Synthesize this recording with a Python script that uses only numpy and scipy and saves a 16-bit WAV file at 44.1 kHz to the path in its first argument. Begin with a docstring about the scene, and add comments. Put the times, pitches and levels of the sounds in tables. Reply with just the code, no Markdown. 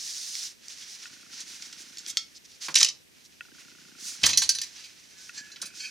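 """A garage workbench, close to a camera: a rag wipes a torque converter, sleeves and a towel rustle (shaped noise).
Steel hand tools clack and are pushed into a heap: grainy bursts through damped modes that then ring free.
The converter is tipped onto its rim, it clanks and rocks as it settles, and it is lowered upside down while the
flex plate scrapes and rings (noise-fed modes). Knocks and low thuds carry the weight on the bench.
The camera's lens drive ticks softly in three runs over quiet hiss."""
import sys
import numpy as np
from scipy import signal
from scipy.fft import rfft, irfft, next_fast_len
from scipy.io import wavfile
from scipy.ndimage import uniform_filter1d, map_coordinates

SR = 44100
rng = np.random.default_rng(int(sys.argv[2]) if len(sys.argv) > 2 else 0)


def inscribe(sig):
    """Save sig as 16-bit PCM at rate SR to the path in sys.argv[1].

    A 1-D sig is mono; a 2-D sig holds one channel per row.
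    Samples are clipped to [-1, 1] before scaling.
    """
    pcm = np.round(np.clip(np.atleast_2d(sig).T, -1, 1) * 32767)
    wavfile.write(sys.argv[1], SR, pcm.astype(np.int16))


N = 260190

# noise colour of a bright steel crack: (frequency [Hz], level [dB])
CRACK_COLOUR = [(60, -55), (200, -35), (700, -70), (1300, -42), (1900, -3.5), (2800, -1), (4000, 7),
                (6000, 8), (7500, 2.5), (9500, -13.5), (12000, -17), (16000, -43)]
# noise colour of a dull knock: (frequency [Hz], level [dB])
KNOCK_COLOUR = [(60, -67.5), (160, -12), (300, -25.5), (600, -14.5), (1000, -2), (1700, 0), (3000, -8),
                (5000, -4.5), (12000, -25)]


def amp(db):
    """Decibels to an amplitude factor."""
    return 10 ** (np.asarray(db) / 20)


def unit(x):
    """Scale to an rms of 1."""
    return x / np.sqrt(np.mean(x ** 2) + 1e-20)


def along(points, hz):
    """Read (Hz, value) points on a log frequency axis."""
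    f, v = np.transpose(points)
    return np.interp(np.log(hz + 1), np.log(f + 1), v)


def add(track, s, sound):
    """Mix a sound into a track from time s [s]."""
    part = track[..., max(round(s * SR), 0):][..., :sound.shape[-1]]
    part += sound[..., :part.shape[-1]]


def wobble(rate):
    """A smooth random curve through so many random knots a second."""
    knots = rng.standard_normal(int(N * rate / SR) + 4)
    return map_coordinates(knots, [np.arange(N) * rate / SR])


def filtered(x, response):
    """Multiply the spectrum by a (complex) response of frequency."""
    n = x.shape[-1]
    m = next_fast_len(n + SR // 8)
    return irfft(rfft(x, m) * response(np.fft.rfftfreq(m, 1 / SR)), m)[..., :n]


def resonate(x, peaks):
    """Pass x through parallel damped resonances (Hz, width Hz, dB) of alternating sign."""
    def response(f):
        total = 0
        for k, (centre, width, db) in enumerate(peaks):
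            damping = 1j * f * width
            total = total + (-1) ** k * amp(db) * damping / (centre * centre - f * f + damping)
        return total
    return filtered(x, response)


def coloured(x, spectrum, size=1024):
    """Minimum-phase colouring that keeps attacks sharp and white noise at its level."""
    cepstrum = irfft(np.log(amp(along(spectrum, np.fft.rfftfreq(size, 1 / SR)))))
    # folding the cepstrum forward makes the filter causal
    cepstrum[1:size // 2] *= 2
    cepstrum[size // 2 + 1:] = 0
    pulse = irfft(np.exp(rfft(cepstrum)))
    return signal.fftconvolve(x, pulse / np.linalg.norm(pulse))[:len(x)]


def spread(pair, spectrum, alike):
    """Two unrelated noises become coloured, partly alike channels with a joint rms of 1."""
    def mid_side(hz):
        turn = np.arccos(np.clip(along(alike, hz), -1, 1)) / 2
        return amp(along(spectrum, hz)) * [np.cos(turn), np.sin(turn)]
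    mid, side = filtered(pair, mid_side)
    return unit(np.array([mid + side, mid - side]))


def lean(x):
    """The bench lies to the right and the camera body shades the left port, by frequency."""
    # (frequency [Hz], left minus right [dB])
    port_balance = [(100, -1), (400, -4), (1200, -3.5), (3000, -4), (4700, -0.5), (7000, -3.5),
                    (8200, -1.5), (9200, -18), (10500, 5), (12000, -4), (16000, 3)]
    return filtered(x, lambda hz: amp(np.outer([1, -1], along(port_balance, hz)) / 2))


def garage(x, wet_db, alike):
    """Direct sound with a phase offset between two ports, then a tail that dies sooner in the treble."""
    # (frequency [Hz], tail t60 [s])
    tail_t60 = [(60, 0.97), (300, 0.73), (1500, 0.21), (5000, 0.23), (9000, 0.16), (15000, 0.12)]
    # (frequency [Hz], phase between the ports [rad])
    port_phase = [(100, 0), (4000, 0.53), (6000, 0.05), (8000, -1.5), (9500, -5.5), (12000, -6.5),
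                  (13500, 4)]
    hz, t, z = signal.stft(rng.standard_normal((3, SR // 2)), SR, nperseg=256)
    decay = amp(-60 * t / along(tail_t60, hz)[:, None])
    build_up = 1 - np.exp(-t / 0.0033)
    tails = signal.istft(z * decay * build_up, SR, nperseg=256)[1]
    share = np.clip(alike, 0, 1)
    tail = np.sqrt(share) * tails[2] + np.sqrt(1 - share) * tails[:2]
    tail = tail / np.linalg.norm(tails[2])
    direct = filtered(x, lambda hz: np.exp(.5j * np.outer([1, -1], along(port_phase, hz))))
    return direct + amp(wet_db) * signal.fftconvolve(x[None], tail, axes=1)[:, :len(x)]


def contacts(hits, modes, spectrum, gain_db, wet_db, grain_db, knock_db, knock_t60, damped_hz, body_db,
             ring_share, snap_db=13, snap_rise=0.00013, favours_db=4.0):
    """Steel on steel: tiny impacts drive the modes, damped wide while the parts touch; then they ring free."""
    # a contact's treble shelf rises between these two [Hz]
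    shelf_hz = (3370, 8830)
    # build-up as a share of the rattle for a contact at hard_db; harder contacts bite sooner
    rise_share, hard_db, hardening = 0.013, -11.5, 0.69
    out, t = np.zeros((2, N)), np.arange(SR // 4) / SR
    hz, level, t60 = np.transpose(modes)[:, :, None]
    # hands and towel cut the free ring short
    partials = amp(level - 60 * t / (ring_share * t60)) * np.exp(2j * np.pi * hz * t)
    partials = partials / np.linalg.norm(amp(level))
    for s, db, rattle, treble_db, ring_db in hits:
        rise = rise_share * rattle * amp(hardening * (hard_db - db))
        attack = 1 - np.exp(-t / rise)
        # each grain of 21 samples has its own random level
        grains = amp(grain_db * rng.standard_normal(len(t) // 21)).repeat(21)
        chatter = unit(rng.standard_normal(len(t)) * grains)
        burst = chatter * amp(-60 * t / rattle) * attack
        # contacts that bite soonest open with the strongest clean snap
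        burst[0] += amp(snap_db) * np.exp(-rise / snap_rise)
        # each point of contact favours other modes
        favour_db = favours_db * rng.standard_normal(len(modes))
        damped = [(f, damped_hz * np.sqrt(f / 5000), mode_db + extra)
                  for (f, mode_db, _), extra in zip(modes, favour_db)]
        body = amp(body_db) * burst.std() * unit(resonate(burst, damped))
        strengths = amp(favour_db) * np.exp(2j * np.pi * rng.random(len(modes)))
        ring = amp(ring_db) * (strengths @ partials).imag * attack
        knock = coloured(rng.standard_normal(len(t)) * amp(knock_db - 60 * t / knock_t60), KNOCK_COLOUR)
        blow = coloured(burst, spectrum) + body + ring + knock
        # each contact has its own brightness
        shelf = list(zip(shelf_hz, (0, treble_db)))
        blow = filtered(blow, lambda f: amp(along(shelf, f)))
        add(out, s, garage(amp(db + gain_db) * blow, wet_db, alike=0.57))
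    return out


def background(floor_db=-60):
    """Quiet room and microphone hiss: steady coloured noise, partly alike in the two channels."""
    # (frequency [Hz], relative level [dB])
    floor_colour = [(25, -13), (45, -9.5), (80, -3.5), (150, -1.5), (250, 0.5), (400, -4), (600, -10),
                    (900, -13.5), (1150, -16.5), (1500, -13), (2400, -10.5), (6000, -16.5), (8100, -15),
                    (14800, -20.5), (16000, -39)]
    # (frequency [Hz], left-right likeness [-1 to 1])
    floor_alike = [(60, -0.27), (180, -0.38), (550, -0.35), (1650, -0.9), (4970, -0.39), (15000, 0.57)]
    return amp(floor_db) * spread(rng.standard_normal((2, N)), floor_colour, floor_alike)


def pressure(waver_db=1.05):
    """Levels of the cloth's hiss, body and fizz: separate strokes over the sleeves' rustle."""
    # sleeves and towel rustling while the arms move, before the waver and band trims: (time [s], level [dB])
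    sleeve_levels = [(0, -49.5), (.5, -54), (.56, -64.5), (.68, -51), (1.0, -48), (1.25, -54.5),
                     (1.45, -49.5), (2.12, -51.5), (2.26, -59), (2.4, -61.5), (2.9, -57), (3.02, -65.5),
                     (3.38, -60.5), (3.6, -57.5), (3.93, -56.5), (4.1, -45), (4.7, -50.5), (5.02, -56),
                     (5.3, -54), (5.9, -61.5)]
    # rag and sleeve strokes, before the band trims:
    # (start [s], length [s], hiss [dB], dull body [dB re hiss], fizz [dB re hiss])
    rag_strokes = [(-.04, 0.5, -38, -16, -11), (0.363, .11, -38, -13.5, -13),
                   (0.698, 0.044, -42.5, -10, -13.5), (0.778, 0.067, -44.5, -9, -14),
                   (.89, 0.064, -43.5, -26, -13), (1.022, 0.042, -45.5, -5, -32),
                   (1.323, 0.1, -42.5, -8, -16.5), (1.478, 0.087, -45, -8, -10.5),
                   (1.589, 0.095, -49, -6, -10.5), (1.8, 0.031, -53.5, -12, -1.5),
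                   (2.076, 0.036, -41.5, -9, -4), (2.352, 0.026, -46, -25, -17),
                   (2.449, 0.012, -49, -18, -15), (2.496, 0.067, -53, -9, -13.5),
                   (2.619, 0.056, -36, -8.5, -13), (2.703, 0.023, -42.5, -14, -14.5),
                   (3.242, 0.027, -54, -10, -12), (3.59, 0.041, -59, 4, -5), (4.007, 0.15, -45.5, -17, -6),
                   (4.042, 0.072, -40.5, -23, -7), (4.755, 0.081, -47.5, -4.5, -20),
                   (5.185, 0.12, -50, -11, -11.5), (5.346, 0.064, -46.5, -6.5, -14.5),
                   (5.754, 0.13, -44, -12.5, -11.5)]
    # the rustle's body grows slower than its hiss, from a middling pressure
    middling_db, body_offset_db, body_growth = -52, -3, 0.71
    sleeve_fizz_db = -12.5  # re the rustle's hiss
    edge_s, edge_share = 0.0019, 0.043  # strokes start and stop softly, longer ones more so
    t = np.arange(N) / SR
    rustle_db = np.interp(t, *np.transpose(sleeve_levels)) + waver_db * wobble(20)
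    body_db = middling_db + body_offset_db + body_growth * (rustle_db - middling_db)
    power = amp([rustle_db, body_db, rustle_db + sleeve_fizz_db]) ** 2
    for start, length, db, dull_db, fizz_db in rag_strokes:
        edge = edge_s + edge_share * length
        onset = (1 + np.tanh((t - start + edge) / edge / 2)) / 2
        release = (1 + np.tanh((start + length + edge - t) / edge / 2)) / 2
        stroke = onset * release
        power += np.outer(amp([db, db + dull_db, db + fizz_db]) ** 2, stroke ** 2)
    return np.sqrt(power)


def cloth(grain_db=0.75, flutter_db=1):
    """Fibres catch and slip: fluttering noise in three bands that follow the pressure of each stroke."""
    # (frequency [Hz], relative level [dB])
    cloth_colour = [(180, -56), (300, -21.5), (528, -24.5), (828, -20.5), (1230, -17), (1810, -8.5),
                    (1970, -9), (2170, -8), (3130, -7.5), (5080, -2.5), (6000, -1.5), (7950, -12.5),
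                    (9390, -16.5), (16000, -29.5)]
    # (frequency [Hz], left-right likeness [-1 to 1])
    cloth_alike = [(300, -0.21), (1400, 0.75), (3000, 0.76), (6500, 0.87), (9000, 0.24), (15000, -0.22)]
    hiss, body, fizz = pressure()
    slips = rng.standard_normal((2, N)) * amp(grain_db * wobble(900) + flutter_db * wobble(56))
    rub = lean(spread(slips, cloth_colour, cloth_alike))

    def below(edge_hz):
        """The rub's part below an edge."""
        return filtered(rub, lambda hz: 1 / (1 + (hz / edge_hz) ** 8))
    low, dull = below(edge_hz=3430), below(edge_hz=6620)
    hiss_band = amp(-3.0) * hiss * unit(dull - low)
    body_band = amp(-3.0) * body * unit(low)
    fizz_band = amp(5.0) * fizz * unit(rub - dull)
    return hiss_band + body_band + fizz_band


def hand_tools():
    """Hand tools touch: short cracks and a brief ring of their own modes."""
    # (time [s], level before the group gain [dB], rattle t60 [s], treble [dB], free ring re the blow [dB])
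    tool_touches = [(.3535, -13, 0.0024, 4, -30), (.6825, -27.5, 0.011, 17, -31),
                    (.82, -25.5, 0.041, -6, -22), (1.402, -28, 0.08, 11, -26), (1.620, -28, 0.055, 3, -8),
                    (1.726, -23.5, 0.05, 0, -27), (1.972, -16.5, 0.0072, 1, -33),
                    (1.982, -28.5, 0.061, 10.5, -23), (2.063, -19, 0.014, -1, -21),
                    (2.08, -26, 0.061, 7, -18), (2.095, -23, 0.067, 10.5, -11.5),
                    (2.1712, 0, 0.0046, -1.5, -26.5), (2.173, -13, 0.036, 3, -8),
                    (2.515, -32, 0.032, -5, -24)]
    # (frequency [Hz], level [dB], t60 before hands shorten it [s])
    tool_modes = [(1330, -19, .28), (2191, -8, .32), (2455, -13, .19), (3280, -3, .26), (3750, -4, .09),
                  (4323, -10, .19), (4505, -1, .22), (5389, 2, .19), (5636, -6, .22), (6406, -5, .18),
                  (7510, -16, .2)]
    return contacts(tool_touches, tool_modes, CRACK_COLOUR, gain_db=-8.0, wet_db=-11.5, grain_db=4.5,
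                    knock_db=-45, knock_t60=0.025, damped_hz=110, body_db=-8, ring_share=0.72)


def tap(peaks, t60, low_hz, rattle_db=-25):
    """A click and a faint decaying rattle excite small resonances; bass is cut and the peak set to 1."""
    t = np.arange(SR // 20) / SR
    push = (t == 0) + amp(rattle_db - 60 * t / t60) * rng.standard_normal(len(t))
    bass_cut = signal.butter(4, low_hz, "high", fs=SR, output="sos")
    sound = signal.sosfilt(bass_cut, resonate(push, peaks))
    return sound / np.abs(sound).max()


def lens(step_hz=29.97, step_db=-1, first_step=0.042, casing_db=-5, casing_lag=0.0051):
    """The lens drive engages with a click, then steps regularly and shakes the camera casing."""
    # (start [s], stop [s], first click [dB], tick before trim and scatter [dB])
    drive_runs = [(1.0557, 2.158, -31, -48.5), (3.408, 4.223, -25.5, -46), (5.294, 5.8, -29.5, -47.5)]
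    # resonances of the engaging click: (frequency [Hz], width [Hz], level [dB])
    click_peaks = [(1432, 55, -2), (1890, 73, -10), (2626, 100, -5.5), (3260, 160, -23)]
    # resonances of the lighter steps, before detuning: (frequency [Hz], width [Hz], level [dB])
    tick_peaks = [(1472, 72, 4.5), (2760, 100, -3.5)]
    # resonances of the camera casing: (frequency [Hz], width [Hz], level [dB])
    casing_peaks = [(220, 162, 0.7), (357, 153, -4)]
    # no two steps are alike, spread of: (time [s], level [dB], pitch [share])
    step_scatter = (.001, 1.2, .03)
    ticks, shakes = np.zeros(N), np.zeros((2, N))
    for start, stop, click_db, tick_db in drive_runs:
        add(ticks, start, amp(click_db) * tap(click_peaks, t60=0.011, low_hz=1350))
        for s in np.arange(start + first_step, stop, 1 / step_hz):
            late, extra_db, detune = step_scatter * rng.standard_normal(3)
            detuned = [(hz * (1 + detune), width, db) for hz, width, db in tick_peaks]
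            tick = tap(detuned, t60=.012, low_hz=1200)
            add(ticks, s + late, amp(tick_db + step_db + extra_db) * tick)
            # the casing rattles differently at each port
            shake = np.array([tap(casing_peaks, t60=0.014, low_hz=144, rattle_db=-12.5) for port in range(2)])
            shake_db = tick_db + casing_db + rng.standard_normal()
            add(shakes, s + late + casing_lag, amp(shake_db) * shake)
    return ticks + shakes


def bench(boards_t60=0.079, frame_t60=0.013, knock_t60=0.061):
    """The towel softens each blow into a knock and a thud of the boards; the full weight also rocks the frame."""
    # weight on the bench: (time [s], knock [dB], boards peak [dB], frame peak [dB])
    weight_thumps = [(2.684, -27.5, -42, -80), (2.758, -38, -50, -80), (2.813, -26, -53, -80),
                     (4.23, -32.5, -39.5, -35), (4.239, -24, -35, -38), (4.265, -26.5, -58, -49),
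                     (4.295, -33, -46, -59), (4.421, -30, -61, -59), (5.627, -38, -49.5, -72)]
    # (frequency [Hz], width [Hz], level [dB])
    board_peaks = [(128, 45, -10.5), (168, 31, 0.5), (270, 160, -3.5), (344, 52, 1.5), (507, 72, -7.5)]
    # (frequency [Hz], width [Hz], level [dB])
    frame_peaks = [(57.4, 23, 3.5), (79, 22, 0), (130, 45, 1)]
    out, t = np.zeros(N), np.arange(SR // 2) / SR
    for s, knock_db, boards_db, frame_db in weight_thumps:
        knock = coloured(rng.standard_normal(len(t)) * amp(knock_db - 60 * t / knock_t60), KNOCK_COLOUR)
        boards = resonate(rng.standard_normal(len(t)) * amp(-60 * t / boards_t60), board_peaks)
        frame = resonate(t * amp(-60 * t / frame_t60), frame_peaks)  # one low push
        boards = amp(boards_db) * boards / np.abs(boards).max()
        frame = amp(frame_db) * frame / np.abs(frame).max()
        add(out, s, knock + boards + frame)
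    return garage(out, wet_db=-9.5, alike=0.79)


def tool_heap():
    """Tools shoved into a heap: a dense run of contacts with longer rattles."""
    # (time [s], level before the group gain [dB], rattle t60 [s], treble [dB], free ring re the blow [dB])
    heap_touches = [(2.7425, -9, 0.017, -1, -10), (2.753, -11, 0.094, 11.5, -25),
                    (2.757, 4.5, .022, -8.5, -12), (2.767, -9.5, 0.21, -10, -9),
                    (2.782, -23, 0.066, 21, -21), (2.799, -10, 0.14, -3, -26), (2.812, -11, 0.021, 3, -18),
                    (2.8293, -1.5, 0.031, 5.5, -31), (2.844, -18, 0.093, 4, -30),
                    (2.847, -2, 0.019, 2.5, -29), (2.862, -15, 0.073, -9, -26),
                    (2.884, -15, 0.066, -1, -25)]
    # (frequency [Hz], level [dB], t60 before it is cut short [s])
    heap_modes = [(1586, -10, .25), (1890, -8, .2), (2670, 2, .2), (2908, -3, .22), (3210, -2, .22),
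                  (3680, -2, .22), (4026, 3, .22), (4540, -2, .22), (5282, -1, .25), (5625, 1, .25),
                  (5938, 2, .25), (6200, 1, .25), (6927, -2, .25), (9540, -11, .2)]
    return contacts(heap_touches, heap_modes, CRACK_COLOUR, gain_db=-8.5, wet_db=-13, grain_db=4.5,
                    knock_db=-33, knock_t60=0.094, damped_hz=80, body_db=-4.5, ring_share=0.53)


def converter():
    """The converter lands and rocks as it settles; its shell's many modes clank."""
    # (time [s], level before the group gain [dB], rattle t60 [s], treble [dB], free ring re the blow [dB])
    converter_clanks = [(4.213, -28, 0.079, 1, -16), (4.2325, -5, 0.17, -8.5, -22),
                        (4.2382, 3, 0.034, -30, -34), (4.2595, -13, 0.069, 12, -23),
                        (4.2635, 0, 0.015, 5.5, -18), (4.2892, -9.5, 0.12, -3.5, -11),
                        (4.3312, -6, 0.04, -9.5, -3), (4.3735, -6.5, 0.045, 8, -1.5),
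                        (4.418, -10, 0.099, 2.5, -3.5), (4.491, -9, 0.063, 4, -1.5),
                        (4.5495, -13, 0.027, 0.5, -2), (4.585, -12, 0.019, -1.5, -8),
                        (4.6148, -15.5, 0.039, 4, -7), (4.632, -20, 0.051, 1, -7),
                        (4.778, -32, .057, -8, -12), (4.836, -28.5, 0.11, -3, -10),
                        (5.5168, -30.5, .02, -5, 1.5), (5.5598, -20, 0.041, -16, -23),
                        (5.616, -20, 0.065, 6, -1.5), (5.655, -29, 0.07, 10, -22)]
    # (frequency [Hz], level [dB], t60 before hands and towel shorten it [s])
    shell_modes = [(1586, -15, .3), (1793, -17, .4), (2622, -12, .3), (3009, -16, .45), (3400, -15, .3),
                   (3953, -6, .3), (4090, -1, .3), (4425, -4, .35), (4540, -8, .3), (4702, -5, .3),
                   (4785, -1, .35), (5082, -9, .35), (5260, -5, .3), (5560, -7, .35), (5883, 0, .33),
                   (5965, -2, .33), (6140, -3, .3), (6680, -6, .28), (7214, -14, .3), (7550, -14, .2),
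                   (8064, -11, .22), (9421, -14, .28), (9550, -14, .28), (10120, -15, .22),
                   (11950, -19, .12), (12450, -20, .12)]
    # (frequency [Hz], level [dB])
    clash_colour = [(60, -42), (200, -18), (700, -17.5), (1300, -69), (1900, 0.5), (2800, 2), (4200, 9.5),
                    (6000, 8), (7500, 4), (9500, -6.5), (12500, -15), (16000, -16)]
    return contacts(converter_clanks, shell_modes, clash_colour, gain_db=-10.0, wet_db=-9, grain_db=3.0,
                    knock_db=-29.5, knock_t60=0.12, damped_hz=64.0, body_db=-4.0, ring_share=0.32)


def plate(narrow_hz=3, damping_hz=50):
    """Dragging feeds the flex plate's modes; the point of contact picks which ones sing."""
    # the rim dragging: (time of the crest [s], level [dB], swell time constant [s], fade time constant [s],
    # where it rings most [Hz], spread [octaves])
    rim_scrapes = [(4.85, -53, 0.015, 0.052, 2820, 0.33), (5.211, -60, 0.08, 0.091, 1730, 0.075),
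                   (5.382, -35, 0.0075, 0.013, 5630, 0.4), (5.383, -45, 0.013, 0.091, 1720, 0.035),
                   (5.646, -50.5, 0.013, 0.083, 2000, 0.38), (5.806, -33.5, 0.0064, 0.013, 3735, 0.71),
                   (5.855, -34.5, 0.022, 0.023, 2850, 0.4), (5.86, -55, .03, 0.064, 1520, 0.044)]
    # (frequency [Hz], level before the contact's weighting [dB])
    plate_modes = [(1520, -6), (1700, -9), (2277, -5), (2406, -4), (2550, 0), (3192, -8), (4250, -3),
                   (4522, 0), (4737, -3), (5017, -5), (5792, -1), (6218, -1), (6568, -4), (7370, -2),
                   (9916, -10)]
    out = np.zeros(N)
    lag = np.arange(SR // 2) / SR - .15  # time from the crest
    for s, db, swell, fade, centre_hz, octaves in rim_scrapes:
        stroke = np.exp(np.minimum(lag / swell, -lag / fade))
        # a light touch sings few narrow modes; a broad contact damps them all
        width_hz = narrow_hz + damping_hz * octaves
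        modes = []
        for hz, level in plate_modes:
            distance = np.log2(hz / centre_hz) / octaves
            modes.append((hz, width_hz, level - 1.4 * min(distance ** 2, 20)))
        singing = resonate(rng.standard_normal(SR), modes)[-len(lag):]
        # friction holds the swing steady while the rim slides
        swing = np.sqrt(np.abs(uniform_filter1d(singing ** 2, size=512)) + 1e-20)
        add(out, s + lag[0], amp(db) * stroke * singing / swing)
    return garage(out, wet_db=-18.0, alike=0.91)


def scene():
    """Tools, converter, plate, bench and cloth share the bench's lean; lens drive and hiss do not."""
    steel = hand_tools() + tool_heap() + converter() + plate()
    return lean(steel + bench()) + cloth() + lens() + background()


def record(dry, low_cut_hz=36, top_hz=16100):
    """The microphone sheds the deepest bass; loud peaks round off at full scale; a steep cut ends the treble."""
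    bass_cut = signal.butter(2, low_cut_hz, "high", fs=SR, output="sos")
    heard = signal.sosfilt(bass_cut, dry)
    held = heard / (1 + np.abs(heard) ** 6) ** (1 / 6)
    return filtered(held, lambda hz: 1 / (1 + (hz / top_hz) ** 120))


dry = scene()
out = record(dry)
inscribe(out)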